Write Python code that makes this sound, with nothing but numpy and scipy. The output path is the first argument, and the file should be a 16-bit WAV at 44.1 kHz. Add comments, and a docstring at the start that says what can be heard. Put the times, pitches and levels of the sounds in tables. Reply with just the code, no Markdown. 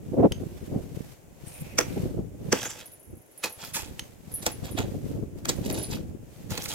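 """A shovel chops and scrapes packed snow in a fenced yard.
Crystals crack under the blade as random clicks, and its resonances colour them; loose snow patters down.
A chain jingles and metal clinks twice, both as fading sines. Clothing and boots rustle as shaped noise.
Gusts buffet the microphone as lumpy low noise; a changing lag between the ears moves the shovel."""
import sys
import numpy as np
from scipy import signal
from scipy.fft import rfft, irfft, next_fast_len
from scipy.io import wavfile
from scipy.ndimage import uniform_filter1d

SR = 44100
rng = np.random.default_rng(int(sys.argv[2]) if len(sys.argv) > 2 else 0)


def inscribe(sig):
    """Save sig as 16-bit PCM at rate SR to the path in sys.argv[1].

    A 1-D sig is mono; a 2-D sig holds one channel per row.
    Samples are clipped to [-1, 1] before scaling.
    """
    pcm = np.round(np.clip(np.atleast_2d(sig).T, -1, 1) * 32767)
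    wavfile.write(sys.argv[1], SR, pcm.astype(np.int16))


N = 297410  # length of the scene in samples


def from_db(db):
    """Turns decibels into a gain."""
    return 10 ** (np.asarray(db) / 20)


def rms_one(x):
    """Scales a sound to unit power."""
    return x / np.sqrt(np.mean(x ** 2) + 1e-20)


def in_time(rows):
    """Draws straight lines between the rows and reads each column at every sample."""
    seconds, *columns = np.transpose(rows)
    return [np.interp(np.arange(N) / SR, seconds, column) for column in columns]


def drift(rate_hz):
    """Random wandering that is slower than about rate_hz; rms 1."""
    size = next_fast_len(N, real=True)
    hz = np.arange(size // 2 + 1) * SR / size
    slowed = rfft(rng.standard_normal(size)) / (1 + (hz / rate_hz) ** 4)
    return rms_one(irfft(slowed, size)[:N])


def noise(spectrum, alike):
    """Stereo noise of a given colour; alike is the share of power common to both channels; rms 1."""
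    table_hz, table_db = np.transpose(spectrum)
    size = next_fast_len(N, real=True)
    hz = np.arange(size // 2 + 1) * SR / size
    gain = from_db(np.interp(np.log(hz + 1e-9), np.log(table_hz), table_db, left=-np.inf))
    alike = np.clip(alike, 0, 1)
    shared = np.sqrt(alike) * rng.standard_normal(size)
    white = shared + np.sqrt(1 - alike) * rng.standard_normal((2, size))
    return rms_one(irfft(rfft(white) * gain, size)[:, :N])


def band(x, low_hz, high_hz, order=2):
    """Keeps only the pitches between two limits."""
    edges = [low_hz, min(high_hz, .47 * SR)]
    return signal.sosfilt(signal.butter(order, edges, "band", fs=SR, output="sos"), x + 1e-18)


def narrow(hz, width_hz):
    """A band of stereo hiss around one pitch; rms 1."""
    return rms_one(band(rng.standard_normal((2, N)), hz - width_hz / 2, hz + width_hz / 2))


def register(x, low_hz, high_hz):
    """One band of the crackle; white input keeps its power."""
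    return band(x, low_hz, high_hz, order=3) * np.sqrt(SR / 2 / (high_hz - low_hz))


def ring(clicks, hz, t60):
    """Each unit click starts a sine of height 1 that falls by 60 dB in t60 seconds."""
    keep = from_db(-60 / (t60 * SR))  # what is left after one sample
    w = 2 * np.pi * hz / SR
    return signal.lfilter([0, np.sin(w)], [1, -2 * keep * np.cos(w), keep * keep], clicks + 1e-18)


def envelope(start, length, attack, release):
    """Exponential swell up to the start, hold at 1, exponential decay; all in seconds."""
    t = np.arange(N) / SR
    before = np.maximum(start - t, 0) / attack
    after = np.maximum(t - start - length, 0) / release
    return np.exp(-np.minimum(before + after, 30))


def evened(x, window_s):
    """Holds the level of a noise steady over a short, rounded window."""
    size = int(window_s * SR)
    power = uniform_filter1d(uniform_filter1d(np.mean(x ** 2, axis=0), size), size // 2)
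    return x / np.sqrt(power + 1e-6)


def crumbs(per_s, cycles, low_hz=1400, high_hz=8500, count=20):
    """Lumps of crust snap off at random, each with a short ring at one of several pitches; rms 1."""
    sizes = from_db(4.0 * np.minimum(rng.exponential(1, N), 3))
    snaps = sizes * rng.choice([-1, 1], N) * (rng.random(N) < per_s / SR)
    dealt = rng.integers(0, count, N)  # which pitch each lump gets
    total = np.zeros((2, N))
    for k, hz in enumerate(np.geomspace(low_hz, high_hz, count)):
        ringing = ring(snaps * (dealt == k), hz, cycles / hz)
        total += ringing * np.sqrt(hz) * rng.uniform(0.28, 1, (2, 1))
    return rms_one(total)


# Steady breeze on the microphone. Each row: time in seconds, strength in dB.
BREEZE = [(0, -38.5), (.3, -33.5), (.6, -42.5), (.95, -35), (1.22, -57), (1.5, -49.5), (1.7, -42),
          (2.05, -26), (2.3, -42), (2.49, -29), (2.58, -49), (2.8, -58), (3.4, -73), (3.88, -40.5),
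          (4.12, -55), (4.85, -30.5), (5.35, -39.5), (5.72, -27.5), (6.27, -73), (6.72, -45)]
# Gusts on top of it. Each row: peak time in seconds, strength in dB,
# time to rise or sink by a factor e in seconds.
GUSTS = [(0.215, -22, 0.026), (0.432, -29.5, 0.039), (0.757, -27.5, 0.047), (1.624, -34, 0.014),
         (2.195, -23, 0.024), (1.98, -32, 0.0097), (3.129, -38.5, 0.026), (4.804, -22, 0.023),
         (5.174, -25.5, 0.038), (5.497, -21, 0.011), (5.98, -30.5, 0.14), (6.541, -34, 0.096)]
# Sudden puffs of wind. Each row: peak time in seconds, level in dB, half length in seconds.
PUFFS = [(0.142, -25, 0.0071), (0.196, -16, 0.016), (.25, -10, 0.013), (0.757, -32, 0.033),
         (1.972, -28, 0.0062), (2.058, -24, 0.0017), (2.178, -39, 0.006), (4.846, -29, 0.0022),
         (4.949, -35.5, 0.0074), (5.185, -45, 0.016), (5.747, -33.5, 0.062)]
# Colours of the low rumble, the flutter and the puffs. 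Each row: pitch in Hz, relative level in dB per Hz.
RUMBLE_COLOUR = [(15, -32), (30, -15), (50, 2.5), (110, 5), (160, 4), (230, -4.5), (400, -51)]
FLUTTER_COLOUR = [(90, 3), (150, 0.5), (290, 1.5), (480, -6), (680, -20), (950, -31.5), (1500, -36.5),
                  (4000, -101)]
PUFF_COLOUR = [(30, -59), (110, -5), (280, 7.5), (500, 1.5), (720, -7), (1000, -22.5), (1600, -38.5),
               (5000, -53)]
WIND_TOP_HZ = 3000  # the wind holds no treble above this pitch


def wind():
    """Eddies hit the microphone in lumps; the stronger the gust, the higher in pitch it reaches."""
    t = np.arange(N) / SR
    breeze_db = -40  # strength at which the three layers have their base levels
    power = from_db(in_time(BREEZE)[0]) ** 2
    for s, db, length in GUSTS:
        power = power + (from_db(db) * envelope(s, 0, length, length)) ** 2
    gust_db = 10 * np.log10(power) - breeze_db
    lumps = rms_one(from_db(5.57 * np.array([drift(45.0), drift(64)])))  # one row per channel
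    rumble = from_db(breeze_db - 1.0 + 0.77 * gust_db) * evened(noise(RUMBLE_COLOUR, alike=0.078), 0.078)
    flutter = from_db(breeze_db - 3.5 + 1.0 * gust_db) * evened(noise(FLUTTER_COLOUR, alike=0.04), 0.05)
    buffet = from_db(breeze_db - 21.5 + 1.59 * gust_db)
    puffs = sum(from_db(db) * np.exp(-.5 * ((t - s) / length) ** 2) for s, db, length in PUFFS)
    gusty = np.hypot(buffet, puffs) * evened(noise(PUFF_COLOUR, alike=0.32), 0.0094)
    eddies = lumps * (rumble + flutter) + gusty
    return signal.sosfilt(signal.butter(2, WIND_TOP_HZ, fs=SR, output="sos"), eddies)


# Colour of the still air. Each row: pitch in Hz, relative level in dB per Hz.
AIR_COLOUR = [(250, 13.5), (550, 12), (1200, -3.5), (2500, -4), (4300, -15.5), (6700, -4.5), (9000, -8.5),
              (15500, -10)]


def still_air():
    """A faint, steady, coloured hiss."""
    return from_db(-57.5) * noise(AIR_COLOUR, alike=0.058)


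# Movements that stir clothing and loose snow. Each row: start in seconds, length in seconds, level in dB.
MOVES = [(0.07, 0.19, -59.5), (0.368, 0.48, -56), (0.967, 0.13, -54.5), (1.475, 0.21, -51.5),
         (1.845, .19, -48), (2.482, 0.37, -53.5), (3.437, 0.62, -53.5), (4.322, 0.6, -52.5),
         (5.064, 0.062, -53), (5.545, 0.39, -50), (6.335, 0.44, -56.5)]
# Boots scuffing the snow. Each row: time in seconds, level in dB.
STEPS = [(.578, -51), (.663, -49.5), (.96, -49), (1.125, -52), (5.388, -51.5), (6.095, -62.5)]
# Colour of rustling cloth. Each row: pitch in Hz, relative level in dB per Hz.
CLOTH_COLOUR = [(500, 14.5), (1200, 0.5), (2500, 0.5), (4200, -2.5), (6500, -2), (9500, -4), (14000, -2.5),
                (17000, -20)]
MOVE_ATTACK_S, MOVE_RELEASE_S = 0.085, 0.1
STEP_ATTACK_S, STEP_RELEASE_S = 0.014, 0.012


def rustle():
    """Every movement and step stirs cloth and loose snow, with fine crumbs trickling through it."""
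    power = np.zeros(N)
    for s, length, db in MOVES:
        power += (from_db(db) * envelope(s, length, MOVE_ATTACK_S, MOVE_RELEASE_S)) ** 2
    for s, db in STEPS:
        power += (from_db(db) * envelope(s, 0, STEP_ATTACK_S, STEP_RELEASE_S)) ** 2
    cloth = noise(CLOTH_COLOUR, alike=0.018) + from_db(-15.0) * crumbs(per_s=200, cycles=12)
    return np.sqrt(power) * from_db(1.0 * drift(110)) * cloth


# Sharp metal clinks. Each row: time in seconds, relative level in dB.
CLINKS = [(0.3208, -18), (3.994, -18)]
# Ringing tones of the metal. Each row: pitch in Hz, relative level in dB, time to fall by 60 dB in seconds.
METAL = [(2850, -2, 0.017), (3080, 12, 0.019), (4800, 3.5, 0.012), (5580, -4, 0.047), (6340, -8, 0.21),
         (10960, 1.5, 0.015)]


def clinks():
    """A hard contact: a brief crack of noise and a thin ring."""
    t = np.arange(N) / SR
    clicks, crack = np.zeros((2, N)), np.zeros(N)
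    for s, db in CLINKS:
        clicks[:, int(s * SR)] = from_db(db)
        crack += from_db(db) * (t >= s) * np.exp(-np.abs(t - s) / 0.0037)
    rings = sum(from_db(db - 18.0) * ring(clicks, hz, t60) for hz, db, t60 in METAL)
    hiss = rms_one(band(rng.standard_normal((2, N)), 1100, 5400, order=1))
    return rings + from_db(-10.0) * hiss * crack


# A sleeve zips thinly over the jacket as the shovel is lifted.
# Each row: start in seconds, length in seconds, relative level in dB, pitch in Hz.
ZIPS = [(1.476, 0.021, -45.5, 8500), (1.513, 0.014, -51, 8900), (1.542, 0.019, -47.5, 8930),
        (1.572, 0.011, -51.5, 9500), (1.599, 0.013, -49.5, 9150), (1.615, 0.0049, -46, 10100)]
ZIP_UPPER_RATIO, ZIP_WIDTH_HZ, ZIP_ROUGH_DB = 1.18, 500, 3  # second band's pitch ratio, width, roughness


def sleeve():
    """Ribbed fabric catches on itself: each stroke is a rough scratch with two hoarse bands."""
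    scratch = from_db(-5.0) * narrow(10800, 7000)
    strokes = np.zeros((2, N))
    for s, length, db, hz in ZIPS:
        lower = narrow(hz, ZIP_WIDTH_HZ)
        upper = narrow(hz * ZIP_UPPER_RATIO, 2 * ZIP_WIDTH_HZ)
        strokes += from_db(db) * envelope(s, length, 0.01, 0.0084) * rms_one(lower + upper + scratch)
    return strokes * rms_one(from_db(ZIP_ROUGH_DB * drift(200)))


RASP_START_S, RASP_LENGTH_S, RASP_DB = 1.56, 0.41, -56  # around the first stroke


def rasp():
    """A dry, faint, narrow rubbing sound, perhaps the handle sliding through a glove."""
    hiss = rms_one(band(rng.standard_normal((2, N)), 2120, 2700))
    return from_db(RASP_DB + 2.0 * drift(25)) * envelope(RASP_START_S, RASP_LENGTH_S, 0.04, .04) * hiss


# Soft low thumps on the microphone. Each row: peak time in seconds, level in dB, pitch in Hz.
THUMPS = [(1.622, -24.5, 144.5), (3.105, -49, 120), (4.793, -24, 102.5)]


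def thumps():
    """Low bumps of a few cycles each, swelling and fading around their peak."""
    t = np.arange(N) / SR
    total = np.zeros((2, N))
    for s, db, hz in THUMPS:
        wave = np.sin(2 * np.pi * hz * t + rng.standard_normal((2, 1)))  # random phase per channel
        total += from_db(db) * envelope(s, 0, 1 / hz, 1 / hz) * wave
    return total


# Direction of the shovel. Each row: time in seconds, lag of the left channel in ms.
BEARING = [(1.8, -0.057), (2.53, -0.038), (3.44, 0.005), (3.76, 0.086), (4.46, 0.24), (5.9, 0.25),
           (6.5, 0.14), (6.7, 0.12)]


def fractures(per_s, spread_db, direct):
    """Crystals crack at random; a direct share arrives with the shovel's lag, the rest is scattered."""
    sizes = from_db(spread_db * np.minimum(rng.exponential(1, (3, N)), 5))
    cracks = sizes * rng.choice([-1, 1], (3, N)) * (rng.random((3, N)) < per_s / SR)
    lag_ms, = in_time(BEARING)
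    late = np.clip(np.arange(N) - np.round(lag_ms * SR / 1000).astype(int), 0, N - 1)
    direct = np.clip(direct, 0, 1)
    from_shovel = np.array([cracks[0, late], cracks[0]])
    return rms_one(np.sqrt(direct) * from_shovel + np.sqrt(1 - direct) * cracks[1:])


# The blade biting the crust. Each row: peak time in seconds, crunch in dB, thud relative to the crunch
# in dB, grind relative to the crunch in dB, time to fall by a factor e in seconds.
BITES = [(1.787, -13.5, -9, 2.5, 0.0038), (1.802, -32.5, 0.5, 9, 0.0034), (1.811, -29, -1, 10.5, 0.0016),
         (2.527, -12.5, -5.5, 0.5, 0.0028), (2.654, -34.5, -7, 6.5, 0.012), (2.706, -36.5, -29, 5.5, 0.006),
         (3.439, -24, -11, -0.5, 0.02), (3.639, -35.5, -14, 3, 0.0035), (3.747, -23.5, -33, -5.5, 0.033),
         (3.766, -23, -21, -7, 0.0079), (4.426, -35, -12, -9, 0.016), (4.465, -14, -12, -7, 0.006),
         (4.787, -30.5, -22, 9, 0.0046), (5.456, -25, -21, -0.5, 0.0015),
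         (5.492, -15.5, -19.5, -7.5, 0.007), (5.702, -26.5, -4, -2, 0.0015),
         (5.711, -33.5, -17, -11, 0.0037), (5.778, -32.5, -24, -4, 0.0037), (6.506, -32.5, -37, -6, 0.02),
         (6.577, -27, -10.5, -2.5, 0.0057), (6.659, -26.5, -38, -1.5, 0.0029),
         (6.688, -30, -38, -32.5, 0.022)]
BITE_RISE_S, RISE_PER_FALL = 0.0026, 0.077  # a bite that lasts longer also builds more slowly
FIZZ_DB, FIZZ_FOLLOWS = -22.5, 0.68  # the finest crackle grows more slowly than the force


def chops():
    """Each bite is a quick swell of fractures; the low thud follows a moment later."""
    t, power = np.arange(N) / SR, np.zeros((4, N))
    for s, db, thud_db, grind_db, fall in BITES:
        near = slice(int((s - .05) * SR), int((s + .15) * SR))
        since = t[near] - s
        rise = BITE_RISE_S + RISE_PER_FALL * fall
        swell = np.exp(-np.abs(since) / np.where(since < 0, rise, fall))
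        late_swell = np.exp(-np.abs(since - .003) / np.where(since < .003, rise, 1.24 * fall))
        gains = from_db([[db + thud_db], [db + grind_db], [db], [FIZZ_DB + FIZZ_FOLLOWS * db]])
        power[:, near] += (gains * [late_swell, swell, swell, swell]) ** 2
    thud, grind, crunch, fizz = np.sqrt(power)
    cracks = fractures(per_s=9000, spread_db=3.5, direct=0.67)
    return (from_db(0.5) * register(thud * cracks, 182, 793)
            + from_db(-7.0) * register(grind * cracks, 1135, 2740)
            + from_db(-6.5) * register(crunch * cracks, 3760, 7430)
            + from_db(5.0) * register(fizz * cracks, 8800, 15000))


# Colour of falling snow. Each row: pitch in Hz, relative level in dB per Hz.
SPILL_COLOUR = [(300, 7.5), (1000, -4.5), (2300, -4.5), (4000, -14.5), (8000, -16), (15000, -15.5)]
SPILL_DB, SPILL_FALL_S = -5, 0.023  # level relative to the bite's finest crackle


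def spill():
    """Loose snow patters down after every bite, more of it after a hard one."""
    power = np.zeros(N)
    for s, db, *_ in BITES:
        level = from_db(SPILL_DB + FIZZ_DB + FIZZ_FOLLOWS * db)
        power += (level * envelope(s, 0.02, 0.0038, SPILL_FALL_S)) ** 2
    return np.sqrt(power) * from_db(2.0 * drift(150)) * noise(SPILL_COLOUR, alike=0.22)


# Low ring of the shaft. Each row: pitch in Hz, level relative to the thud in dB,
# time to fall by 60 dB in seconds.
SHAFT = [(259.6, -9, 0.16), (331, -2, 0.053), (390, -10, 0.058)]


def shaft():
    """Every bite knocks the shaft, which hums briefly."""
    knocks = np.zeros(N)
    for s, db, thud_db, *_ in BITES:
        knocks[int(s * SR)] = from_db(db + thud_db)
    # neighbouring tones start in opposite directions
    return sum((-1) ** k * from_db(db) * ring(knocks, hz, t60) for k, (hz, db, t60) in enumerate(SHAFT))


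# The blade pushed through the snow. Each row: start in seconds, length in seconds, crunch in dB, fade over
# the push in dB (negative grows), grind relative to the crunch in dB, fizz relative to the crunch in dB.
PUSHES = [(1.83, 0.16, -75, 9, 12.5, -16), (2.531, 0.058, -40, 1.5, 11.5, -11),
          (2.58, 0.061, -37, -6, 0, -14), (2.702, 0.022, -37, 2.5, -5, -23),
          (2.736, 0.076, -43.5, 2.5, 2, -11), (3.6, 0.07, -41, -4.5, -0.5, -8.5),
          (3.792, 0.079, -38.5, 11.5, -1, -7), (4.65, 0.05, -40.5, 7.5, 3.5, -10.5),
          (4.779, 0.098, -38.5, 22.5, 8.5, -10), (5.642, 0.023, -44.5, -6, -1, -11),
          (5.748, 0.099, -36.5, 6, -2.5, -12), (5.915, 0.024, -41, -5, 1.5, -11),
          (6.517, 0.034, -38.5, 4, 6, -9), (6.602, 0.027, -45.5, -0.5, 7, -5),
          (6.626, 0.019, -39, 0, -1.5, 0), (6.707, 0.036, -34, 6.5, 0.5, -5)]
PUSH_ATTACK_S, PUSH_RELEASE_S = 0.0089, 0.024


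def sliding():
    """Strength of crunch, grind and fizz: each push swells, fades or grows, and stops."""
    t, power = np.arange(N) / SR, np.zeros((3, N))
    for s, length, db, fade_db, grind_db, fizz_db in PUSHES:
        level = from_db(db - fade_db * np.clip((t - s) / length, 0, 1))
        push = envelope(s, length, PUSH_ATTACK_S, PUSH_RELEASE_S) * level
        power += from_db([[0], [grind_db], [fizz_db]]) ** 2 * push ** 2
    return np.sqrt(power)


SLIP_DB, SLIPS_HZ, GRIT_DB = 1.5, 46.2, 2.06  # unevenness: shared, its rate, and within each register


def scrapes():
    """The sliding blade sticks and slips, so the crackle comes in clumps."""
    shared_db = SLIP_DB * drift(SLIPS_HZ)
    own_db = GRIT_DB * np.array([drift(SLIPS_HZ) for _ in range(3)])
    crunch, grind, fizz = sliding() * from_db(shared_db + own_db)
    cracks = fractures(per_s=1800, spread_db=3.6, direct=0.66)
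    return (from_db(-13.5) * register(cracks * grind, 172, 1160)
            + from_db(-8.5) * register(cracks * grind, 880, 3850)
            + from_db(-7.0) * register(cracks * crunch, 4570, 7400)
            + from_db(0.5) * register(cracks * fizz, 9400, 14600)
            + from_db(-12.0) * crunch * crumbs(per_s=600, cycles=41, low_hz=2860)
            + from_db(-13.5) * grind * crumbs(per_s=400, cycles=15, low_hz=594, high_hz=3260, count=16))


# How the blade meets the snow. Each row: time in seconds, contact (0 corner, 1 whole edge, 2 flat).
CONTACT = [(2.54, 0), (2.59, .5), (3.4, 1), (3.9, 1), (4.4, 2), (5.55, 2), (5.7, 1.2)]
# Resonances and hollows of the blade. Each row: pitch in Hz, width in Hz, then the average boost in dB
# when its corner digs, when its whole edge digs and when it lands flat.
BLADE = [(215, 126, 7, 2.5, 5.5), (491, 52, 11, 5.5, 9), (721, 130, -10, 3.5, 9), (865, 59, 5.5, 10.5, 8),
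         (1363, 61, 7, 3, 2.5), (1600, 84, 6.5, 0.5, -18), (2530, 68, 3, 7.5, 0), (3310, 67, 9.5, 6, 8.5),
         (3800, 220, 4.5, 2, 4), (4220, 1300, -28, 0.5, 0), (5960, 670, 12, -1.5, -1.5),
         (6600, 190, -4, 1.5, 5.5), (7700, 380, 8, 2.5, 3)]
WANDER_DB, WANDER_HZ = 2.4, 9  # size and rate of the random wandering of each boost


def blade(x):
    """The blade rings at its resonances; each is driven more or less as the contact point wanders."""
    out, (contact,) = x, in_time(CONTACT)
    for hz, width, *contact_db in BLADE:
        ringing = signal.lfilter(*signal.iirpeak(hz, hz / width, fs=SR), x)
        db = np.interp(contact, [0, 1, 2], contact_db) + WANDER_DB * drift(WANDER_HZ)
        out = out + ringing * (from_db(db) - 1)  # the plain sound already holds a gain of 1
    return out


# Close echo off the hard snow. Each row: time in seconds, delay in ms.
GROUND = [(2.7, 1.1), (3.6, 1.2), (4.5, 1.18), (6.6, 0.98)]
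GROUND_DB, GROUND_LOW_HZ = -22, 590


def ground(x):
    """A close echo off the packed snow hollows the crackle like a comb."""
    n, (delay_ms,) = np.arange(N), in_time(GROUND)
    echo = signal.sosfilt(signal.butter(1, GROUND_LOW_HZ, "high", fs=SR, output="sos"), x)
    delayed = np.array([np.interp(n - delay_ms * SR / 1000, n, side) for side in echo])
    return x + from_db(GROUND_DB) * delayed


# Packed snow squeaking. Each row: start in seconds, length in seconds, relative level in dB, pitch in Hz.
SQUEAKS = [(2.654, 0.021, -35.5, 6700), (2.694, 0.012, -39, 7340)]


def squeaks():
    """Snow packed tight under the blade gives short, hoarse squeaks."""
    return sum(from_db(db) * envelope(s, length, .004, 0.0035) * narrow(hz, 700)
               for s, length, db, hz in SQUEAKS)


# Chain links touching. Each row: time in seconds, relative level in dB,
# upper rings relative to the main ring in dB.
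CHAIN = [(2.675, -43, -10), (2.858, -35.5, -16), (2.917, -46, -12), (2.935, -41, -15), (3.029, -49.5, 2),
         (3.1697, -52, -2), (3.377, -36.5, -16), (3.495, -42.5, -1), (3.524, -35, -5), (3.7355, -31, -15),
         (3.7494, -34, -12), (4.317, -41, -5), (4.339, -29, -6), (4.352, -29, -1), (4.372, -38, 1),
         (4.516, -33, -14), (4.711, -40.5, -5), (5.5616, -48, -10), (5.66, -40, -8), (5.726, -26.5, -19),
         (5.784, -38, -12), (5.8282, -28, -23)]
# Ringing tones of a link, the main ring (a close pair) first.
# Each row: average pitch in Hz, relative level in dB, time to fall by 60 dB in seconds.
LINK = [(10340, 1, 0.18), (10460, 1.5, 0.13), (11400, 1, 0.13), (11500, -3, 0.099), (12700, -4, 0.1)]
# the chain trails between its louder touches
TRAIL_START_S, TRAIL_END_S, TRAIL_PER_S = 2.87, 3.56, 24
TRAIL_DB, TRAIL_UPPER_DB = -53.5, -3
REBOUNDS_DB, REBOUND_WAIT_S = -13, 0.0062  # each further link is weaker; longest wait before it
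LINK_DB, LINK_SPREAD_DB, LINK_PITCH_SPREAD, TICK_DB = -9, 6, 0.00692, 4  # pitch spread is a fraction


def chain():
    """Links of a dog's chain touch one after another, each ringing at a pitch of its own."""
    out, ticks = np.zeros((2, N)), np.zeros(N)
    t = np.arange(SR // 6) / SR
    hz, mode_db, t60 = np.transpose(LINK)[:, :, None]
    decay = from_db(mode_db - 60 * t / t60) * (1 - np.exp(-t / 0.0017))
    trailing = [(s + rng.uniform(-0.022, 0.027), TRAIL_DB + 4 * rng.standard_normal(), TRAIL_UPPER_DB)
                for s in np.arange(TRAIL_START_S, TRAIL_END_S, 1 / TRAIL_PER_S)]
    upper = np.arange(len(LINK)) >= 2
    for s, db, upper_db in CHAIN + trailing:
        waits = np.cumsum([0, *REBOUND_WAIT_S * rng.uniform(0.68, 1, size=3)])
        for bounce, wait in enumerate(waits):
            start = int((s + wait) * SR)
            link_db = db + REBOUNDS_DB * bounce
            pitch = hz * (1 + LINK_PITCH_SPREAD * rng.standard_normal(hz.shape))
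            chance_db = LINK_SPREAD_DB * rng.standard_normal((2, len(LINK)))
            strength = from_db(link_db + LINK_DB + upper_db * upper + chance_db)
            out[:, start:start + len(t)] += strength @ (decay * np.sin(2 * np.pi * pitch * t))
            ticks[start:start + len(t)] += from_db(link_db + TICK_DB) * np.exp(-t / 0.0048)
    return out + ticks * band(rng.standard_normal((2, N)), 10100, 13200)


def yard(x):
    """Scattered echoes from sheds and fence, soon swallowed by the snow."""
    t = np.arange(SR // 2) / SR
    hits = rng.random((2, len(t))) < .05
    fading = (t > .012) * from_db(-60 * t / 0.19)
    echoes = band(rng.standard_normal((2, len(t))) * hits * fading, 230, 8050, order=1)
    echoes = echoes / np.linalg.norm(echoes, axis=1, keepdims=True)
    return signal.oaconvolve(x, echoes, axes=1)[:, :N]


def scene():
    """The shovel is a little louder on the right; the yard echoes it faintly, under wind and still air."""
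    background = wind() + still_air() + rustle() + thumps()
    snow = blade(chops() + scrapes()) + spill() + squeaks()
    shovel = ground(snow) * from_db(np.array([[-1.4], [0.8]]))  # left, right
    sources = shovel + shaft() + clinks() + sleeve() + rasp() + chain()
    return sources + from_db(-18.5) * yard(sources) + background


CUTOFF_HZ = 16000


def record(dry):
    """Peaks are rounded and the top is cut steeply."""
    rounded = .7 * np.tanh(dry / .7)
    return signal.sosfilt(signal.ellip(12, .1, 90, CUTOFF_HZ, fs=SR, output="sos"), rounded)


dry = scene()
out = record(dry)
inscribe(out)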